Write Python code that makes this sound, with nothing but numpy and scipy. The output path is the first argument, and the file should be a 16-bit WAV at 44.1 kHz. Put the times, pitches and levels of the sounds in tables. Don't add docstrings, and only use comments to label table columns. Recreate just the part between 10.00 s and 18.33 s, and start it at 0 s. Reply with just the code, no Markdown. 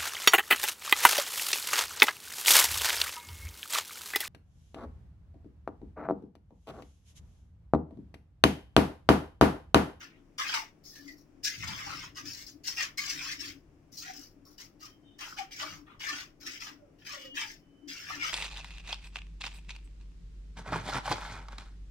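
import sys
import numpy as np
from scipy import signal
from scipy.fft import rfft, irfft, next_fast_len
from scipy.io import wavfile
from scipy.ndimage import map_coordinates

SR = 44100
rng = np.random.default_rng(int(sys.argv[2]) if len(sys.argv) > 2 else 0)


def transcribe(signal):
    frames = np.atleast_2d(signal).T
    limited = np.clip(frames, -1, 1)
    pcm = np.round(limited * 32767).astype(np.int16)
    wavfile.write(sys.argv[1], SR, pcm)


N = 367231

# [start t/s, length t/s, time to take hold t/s,
# sand grinding level/dB, blade face rasp level/dB, thick paste smear level/dB]
PUSHES = [(0.0, 0.039, 0.002, -53.5, -48, -52.5), (0.076, 0.099, 0.01, -91, -65.5, -73),
          (0.379, 0.022, 0.0023, -40, -33.5, -38), (0.396, 0.2, 0.0024, -40.5, -37.5, -44.5),
          (0.525, 0.039, 0, -49.5, -34.5, -36), (0.831, 0.14, 0.015, -53, -73, -78.0),
          (0.947, 0.17, 0.002, -60.5, -69, -75), (1.166, 0.027, 0.00082, -65.5, -92, -79.5),
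          (1.429, 0.02, 0.012, -32, -44, -73.5), (1.487, 0.13, 0.002, -47.5, -47.5, -80),
          (1.616, 0.43, 0.0073, -44.5, -41.5, -45.5), (2.145, 0.034, 0.027, -45, -43, -52.5),
          (2.243, 0.18, 0.0088, -44.5, -51.5, -67), (2.465, 0.004, 0.002, -45.5, -57.5, -74),
          (2.634, 0.11, 0.0025, -44.0, -49.5, -75), (2.667, 0.013, 0.001, -34.0, -45, -48.5),
          (2.761, 0.069, 0.0057, -40, -36, -44.5), (2.972, 0.19, 0.0018, -39.5, -40.5, -55),
          (3.171, 0.16, 0.00064, -42.5, -41.5, -53), (3.387, 0.101, 0.002, -44, -45.5, -62),
          (3.914, 0.057, 0.018, -51.5, -67.5, -82), (3.967, 0.05, 0.0022, -43.0, -61, -81),
          (4.016, 0.095, 0.0013, -50.5, -47.5, -65), (4.133, 0.11, 0.001, -53, -61, -71),
          (4.45, 0.067, 0.002, -62, -80, -71), (4.577, 0.044, 0.004, -50.5, -54.5, -62.5),
          (4.792, 0.073, 0.026, -52.5, -57.5, -62.5), (5.181, 0.055, 0.0093, -46, -42, -45),
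          (5.25, 0.079, 0.011, -51.0, -57, -52.5), (5.362, 0.029, 0.021, -43, -39, -44.5),
          (5.502, 0.092, 0.014, -48, -48.5, -77), (5.586, 0.044, 0.013, -45.5, -38.5, -38),
          (5.648, 0.091, 0.006, -49.5, -48.5, -48.5), (5.86, 0.072, 0.002, -84, -61, -58.5),
          (5.99, 0.22, 0.015, -45, -42, -51.5), (6.042, 0.019, 0.011, -51, -53, -43),
          (6.398, 0.09, 0.012, -54.5, -60, -62.5), (6.454, 0.097, 0.00067, -46, -44.5, -73),
          (6.596, 0.085, 0.0037, -48.0, -44.5, -50.5), (6.983, 0.046, 0.0052, -68, -63, -83.5),
          (7.045, 0.11, 0.012, -47.5, -46.5, -56), (7.171, 0.087, 0.002, -55, -52.5, -63),
          (7.34, 0.084, 0.025, -42, -35, -51), (7.451, 0.068, 0.018, -51, -52.5, -76),
          (7.874, 0.38, 0.011, -47, -45.5, -65), (8.076, 0.063, 0.007, -51, -44, -46),
          (8.191, 0.098, 0.046, -40, -35, -41)]
# [extra rise t/s, easing during the push rate/(dB/s), added release rate/(dB/s)]
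CONTACT = [(.001, 14.5, 310.5), (.005, 10.5, 310), (.013, 12.5, 295)]
# [f/Hz, level/dB]
SAND = [(2500, -39), (3700, -11.5), (4500, -4.5), (5300, 1.5), (6200, -4.5), (7200, -11.5), (8700, -19.5),
        (12000, -26), (15500, -23)]
FIZZ = [(4500, -17.5), (7000, -6.5), (9000, 2.5), (12000, 2), (15500, 7)]
FACE = [(900, -42.5), (1400, -6), (1800, 1), (2400, 0), (3200, -1.5), (4000, -11), (5500, -34.5)]
PASTE = [(250, -37), (500, -15.5), (700, -9.5), (900, -4), (1200, 4.5), (1450, 1), (2000, -37)]
# [f/Hz, time for 60 dB of decay t/s]
WALLS = [(200, 0.3), (1000, 0.23), (3000, 0.18), (7000, 0.16), (15000, 0.22)]
# [f/Hz, left minus right level/dB]
LEAN = [(300, -3), (1000, 2.5), (2000, 1.5), (5000, 4.5), (9000, 5), (13000, 0)]
# [f/Hz, level/dB]
AIR = [(12, -27), (24, -2), (60, -12.5), (200, -12.5), (320, -8), (480, -18.5), (650, -19.5), (900, -26.5),
       (1500, -30.5), (2500, -33), (4000, -44), (5500, -37.5), (8000, -46), (13000, -52.5)]
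# [f/Hz, correlation/1]
ALIKE = [(30, 1), (120, 0.68), (300, 1), (700, 0.26), (3000, 0.068)]
# [t/s, level/dB]
RUMBLE_SWELL = [(0.0, -74), (0.76, -84), (1.9, -55.5), (2.87, -64.5), (3.29, -56), (3.99, -64.5),
                (4.34, -71.5), (5.52, -88), (5.84, -61.5), (7.84, -93), (8.14, -56), (8.33, -59)]
# [f/Hz, nominal width f/Hz, level/dB]
HUM = [(288.5, 22, 1), (315.7, 60, -6.5)]
# [start t/s, length t/s, level/dB]
HUM_SWELLS = [(1.005, 0.142, -57), (1.87, 0.03, -57), (1.95, 0.048, -55.5), (2.196, 0.13, -54),
              (2.549, 0.063, -56.5), (3.13, 0.066, -55), (3.383, 0.2, -55.5), (4.137, 0.098, -54.5),
              (5.612, 0.081, -54.5), (6.12, 0.032, -57), (6.464, 0.06, -54), (6.686, 0.084, -58.5),
              (7.334, 0.029, -56.5), (7.824, 0.14, -56), (8.161, 0.058, -52.5)]
# [f/Hz, nominal width f/Hz, level/dB]
BOOM = [(36, 8, -72.5), (105.5, 10, -73), (156.4, 11, -72.5)]
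# [t/s, level/dB]
BITES = [(0.3894, -39), (0.5404, -17), (0.9527, -36.5), (1.077, -37.5), (1.4495, -21), (1.4716, -17),
         (1.675, -24), (2.2563, -30.5), (2.483, -39.5), (2.6743, -33), (2.824, -19.5), (2.9801, -19.5),
         (3.0975, -17), (3.3148, -21.5), (3.4047, -26.5), (4.6, -34), (5.3874, -42), (5.624, -30),
         (6.066, -34), (6.0874, -21.5), (6.464, -24.5), (7.4066, -27), (7.8833, -31), (8.27, -26)]
# [10 ms after the swell peaks t/s, f/Hz, fade t/s, level/dB]
POCKETS = [(0.412, 1192, 0.027, -39), (0.42, 1693, 0.034, -38.5), (0.56, 947.0, 0.051, -41.5),
           (0.97, 1780, 0.052, -57), (1.1, 2010, 0.034, -49), (1.479, 1672, 0.046, -45.5),
           (1.7, 924, 0.021, -45.5), (1.88, 823, 0.019, -43.5), (2.03, 2115, 0.025, -49),
           (2.189, 1594, 0.027, -49.5), (2.198, 1174, 0.02, -47), (2.8, 1924.0, 0.028, -35.5),
           (3.0, 2192.0, 0.02, -34), (3.02, 1140, 0.061, -53), (4.06, 1900, 0.035, -52.5),
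           (4.09, 747, 0.025, -45), (4.839, 1236, 0.014, -48), (5.405, 810, 0.022, -38),
           (5.64, 632.0, 0.023, -50), (6.085, 1813, 0.025, -33), (6.094, 1176, 0.028, -38),
           (6.83, 600, 0.1, -63.5), (7.12, 1172, 0.028, -46.5), (7.17, 572, 0.054, -54.5),
           (7.259, 532, 0.035, -50.5), (7.44, 909, 0.048, -55), (8.13, 1860, 0.025, -42.5),
           (8.23, 2274, 0.032, -34.5), (8.249, 1326, 0.027, -38)]
# [start t/s, length t/s, level/dB]
THUMPS = [(1.507, 0.33, -44.5), (1.717, 0.47, -54.5), (2.17, 0.21, -54.5), (3.055, 0.2, -60.5),
          (5.68, 0.13, -54.5)]
# [f/Hz, level/dB]
SHOVE = [(40, -23), (75, -9.5), (100, -1), (125, -4), (160, -7), (230, -16.5), (450, -49.5), (1200, -71.5)]
# [start t/s, end t/s, f/Hz, rate of phase wander f/Hz, level at the end/dB]
RINGS = [(4.8, 4.988, 3120, 198, -65.5), (5.021, 5.187, 3075, 232, -66), (5.036, 5.185, 3630, 250, -72.5),
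         (7.153, 7.377, 2914, 50.3, -51.5), (7.155, 7.375, 3300, 110, -59), (7.588, 7.9, 3028, 91.6, -71.5)]

HUM_DB, THROB_DB, THROBS_PER_S = -68, 4.5, 8
RING_GROWTH = 11
TOP_HZ = 15950


def amp(db):
    return 10 ** (np.asarray(db) / 20)


def unit(x):
    return x / np.sqrt(np.mean(x ** 2) + 1e-20)


def along(points, hz):
    f, v = np.transpose(points)
    return np.interp(np.log(hz + 1), np.log(f + 1), v)


def wobble(rate, size=N):
    knots = rng.standard_normal(int(size * rate / SR) + 4)
    return map_coordinates(knots, [np.arange(size) * rate / SR], mode="nearest")


def filtered(x, response):
    m = next_fast_len(N + SR // 4)
    spectrum = rfft(x, m) * response(np.fft.rfftfreq(m, 1 / SR))
    return irfft(spectrum, m)[..., :N]


def coloured(x, spectrum, size=1024):
    cepstrum = irfft(np.log(amp(along(spectrum, np.fft.rfftfreq(size, 1 / SR)))))
    cepstrum[1:size // 2] *= 2
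    cepstrum[size // 2 + 1:] = 0
    kernel = irfft(np.exp(rfft(cepstrum)))
    return signal.oaconvolve(x, kernel / np.linalg.norm(kernel))[:len(x)]


def add(track, s, sound):
    start = max(round(s * SR), 0)
    remaining = track[..., start:start + sound.shape[-1]]
    remaining += sound[..., :remaining.shape[-1]]


def grains(rate, spread_db, clump_db):
    cracks = (rng.random(N) < rate / SR) * rng.choice([-1, 1], N)
    sizes = amp(spread_db * np.minimum(rng.standard_normal(N), 2.5))
    clumps = amp(clump_db * wobble(170))
    return unit(cracks * sizes * clumps)


def stroke_gains(press_db, press_rate):
    power = np.zeros((3, N))
    rise, easing, release = np.transpose(CONTACT)[:, :, None]
    for s, length, hold, *levels in PUSHES:
        t = np.arange(int(length * SR) + SR // 4) / SR
        db = np.array(levels)[:, None] - easing * t - release * np.maximum(t - length, 0)
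        onset = np.minimum(t / (rise + hold), 1)
        add(power, s, (onset * amp(db)) ** 2)
    return np.sqrt(power) * amp(press_db * wobble(press_rate))


def cavities(x, depth_db, width_hz, life, size=512):
    z = signal.stft(x, nperseg=size, noverlap=size * 3 // 4)[2]
    bins, frames = np.indices(z.shape)
    place = [bins * SR / size / width_hz, frames * size / 4 / SR / life]
    field = map_coordinates(rng.standard_normal((256, 1024)), place, mode="wrap")
    gain = unit(amp(depth_db * np.minimum(field, 2)))
    return signal.istft(z * gain, nperseg=size, noverlap=size * 3 // 4)[1][:N]


def scraping(muffling, crushing):
    pressed = stroke_gains(press_db=0.14, press_rate=27)
    sand, face, paste = pressed * amp(0.5 * wobble(45))
    cracks = sand * grains(rate=2800, spread_db=4.5, clump_db=2.0)
    edge_share = sand / (sand + face + 1e-9)
    lightness = (sand / amp(-45) + .05) ** -crushing
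    bare = edge_share ** muffling * lightness
    grinding = coloured(cracks, SAND) + amp(-9.5) * coloured(cracks * bare, FIZZ)
    rasp = coloured(face * grains(rate=1500, spread_db=4.5, clump_db=1.0), FACE)
    smear = coloured(paste * grains(rate=1200, spread_db=1.5, clump_db=5.0), PASTE)
    deep = amp(-1.5) * rasp + amp(-2.0) * smear
    hollow = cavities(deep, depth_db=3.7, width_hz=170, life=.035)
    return hollow + cavities(grinding, depth_db=3.2, width_hz=190, life=.035)


def room(x, wet_db, early, size=2048):
    out = np.zeros((2, N + size))
    padded = np.pad(x, (size, 2 * size))
    hz, t, z = signal.stft(np.zeros(SR // 4), SR, nperseg=256)
    dying = amp(-60 * t / along(WALLS, hz)[:, None]) * (1 + early * np.exp(-t / 0.0053))
    for start in range(0, N + size, size):
        phases = np.exp(2j * np.pi * rng.random((2, *z.shape)))
        tail = signal.istft(dying * phases, SR, nperseg=256)[1]
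        answer = amp(wet_db) * tail / np.linalg.norm(tail, axis=1, keepdims=True)
        answer[:, 0] += 1
        piece = padded[start:start + 2 * size] * np.sqrt(np.hanning(2 * size))
        heard = signal.fftconvolve(piece[None], answer, axes=1)
        add(out, start / SR, heard / np.hypot(1, amp(wet_db)))
    return out[:, size:]


def murmurs(bands):
    t = np.arange(N) / SR
    total = np.zeros(N)
    for hz, width, db in bands:
        waver = wobble(2 * width) + 1j * wobble(2 * width)
        total += amp(db) * unit(np.real(waver * np.exp(2j * np.pi * hz * t)))
    return total


def throbbing(fade, swell_db):
    gain = amp(HUM_DB + THROB_DB * wobble(THROBS_PER_S))
    for s, length, db in HUM_SWELLS:
        swell = np.hanning(int((length + 2 * fade) * SR))
        add(gain, s - fade, amp(db + swell_db) * swell)
    return gain


def drone():
    t = np.arange(N) / SR

    def mid_side(hz):
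        turn = np.arccos(np.clip(along(ALIKE, hz), -1, 1)) / 2
        return amp(along(AIR, hz)) * [np.cos(turn), np.sin(turn)]

    mid, side = filtered(rng.standard_normal((2, N)), mid_side)
    air = amp(-62.5) * unit(np.array([mid + side, mid - side]))
    rumble_colour = [(12, -19), (30, -6), (130, -5.0), (260, -26.0), (700, -84)]  # f/Hz, level/dB
    rumble_gain = amp(np.interp(t, *np.transpose(RUMBLE_SWELL)) - 4.5)
    rumble = rumble_gain * coloured(rng.standard_normal(N), rumble_colour)
    hum = throbbing(fade=0.039, swell_db=-0.9) * murmurs(HUM)
    low = (air + rumble) * amp([[1.5], [-1.5]])
    return low + hum * amp([[3.5], [-8]]) + murmurs(BOOM) * amp([[2.5], [-2]])


def bites(rise, fall):
    force, t = np.zeros(N), np.arange(SR // 8) / SR
    for s, db in BITES:
        add(force, s - rise, amp(db) * (1 - np.exp(-t / rise)) * np.exp(-t / fall))
    crunch = force * grains(rate=4500, spread_db=2.5, clump_db=1)
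    return amp(-10.0) * coloured(crunch, SAND) + amp(-15.0) * coloured(crunch, FACE)


def squelches(rise_share, sag, width, upper_db):
    out, t = np.zeros(N), np.arange(-SR // 16, SR // 8) / SR
    for s, hz, fade, db in POCKETS:
        swell = np.exp(-(t / np.where(t < 0, rise_share * fade, fade)) ** 2)
        pitch = hz * (1 - sag * rng.normal(1, 0.542) * t)
        phase = 2 * np.pi * np.cumsum(pitch) / SR
        rough = lambda: wobble(width * hz, len(t)) + 1j * wobble(width * hz, len(t))
        main = rough() * np.exp(1j * phase)
        upper = amp(upper_db) * rough() * np.exp(2.3j * phase)
        pocket = unit(swell * np.real(main + upper))
        add(out, s + t[0] - .01, amp(db) * pocket * np.sqrt(np.mean(swell ** 2)))
    return out


def thumps():
    push = np.zeros(N)
    for s, length, db in THUMPS:
        add(push, s, amp(db) * np.hanning(int(length * SR)))
    return coloured(push * rng.standard_normal(N), SHOVE)


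def blade(flutter_db):
    out = np.zeros(N)
    for start, end, hz, breadth, db in RINGS:
        t = np.arange(int((end - start) * SR)) / SR
        tone = np.sin(2 * np.pi * hz * t + .85 * wobble(breadth, len(t)))
        level = db + RING_GROWTH * (t - t[-1]) + flutter_db * wobble(43.4, len(t))
        add(out, start, amp(level) * signal.windows.tukey(len(t), .3) * tone)
    return out


def scene():
    trowel = scraping(muffling=1.15, crushing=0.45)
    trowel += bites(rise=0.0032, fall=0.012)
    trowel += blade(flutter_db=2.5)
    trowel += squelches(rise_share=.45, sag=.9, width=0.1098, upper_db=-15.5)
    heard = room(trowel, wet_db=12, early=2.5)
    heard = filtered(heard, lambda hz: amp(1.51 + np.outer([.5, -.5], along(LEAN, hz))))
    shoves = thumps() * amp([[1.5], [-5]]) + amp(-9.5) * thumps() * [[1], [-1]]
    return heard + shoves + drone()


def record(dry):
    return filtered(dry, lambda hz: 1 / np.sqrt(1 + (hz / TOP_HZ) ** 240))


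dry = scene()
out = record(dry)
transcribe(out)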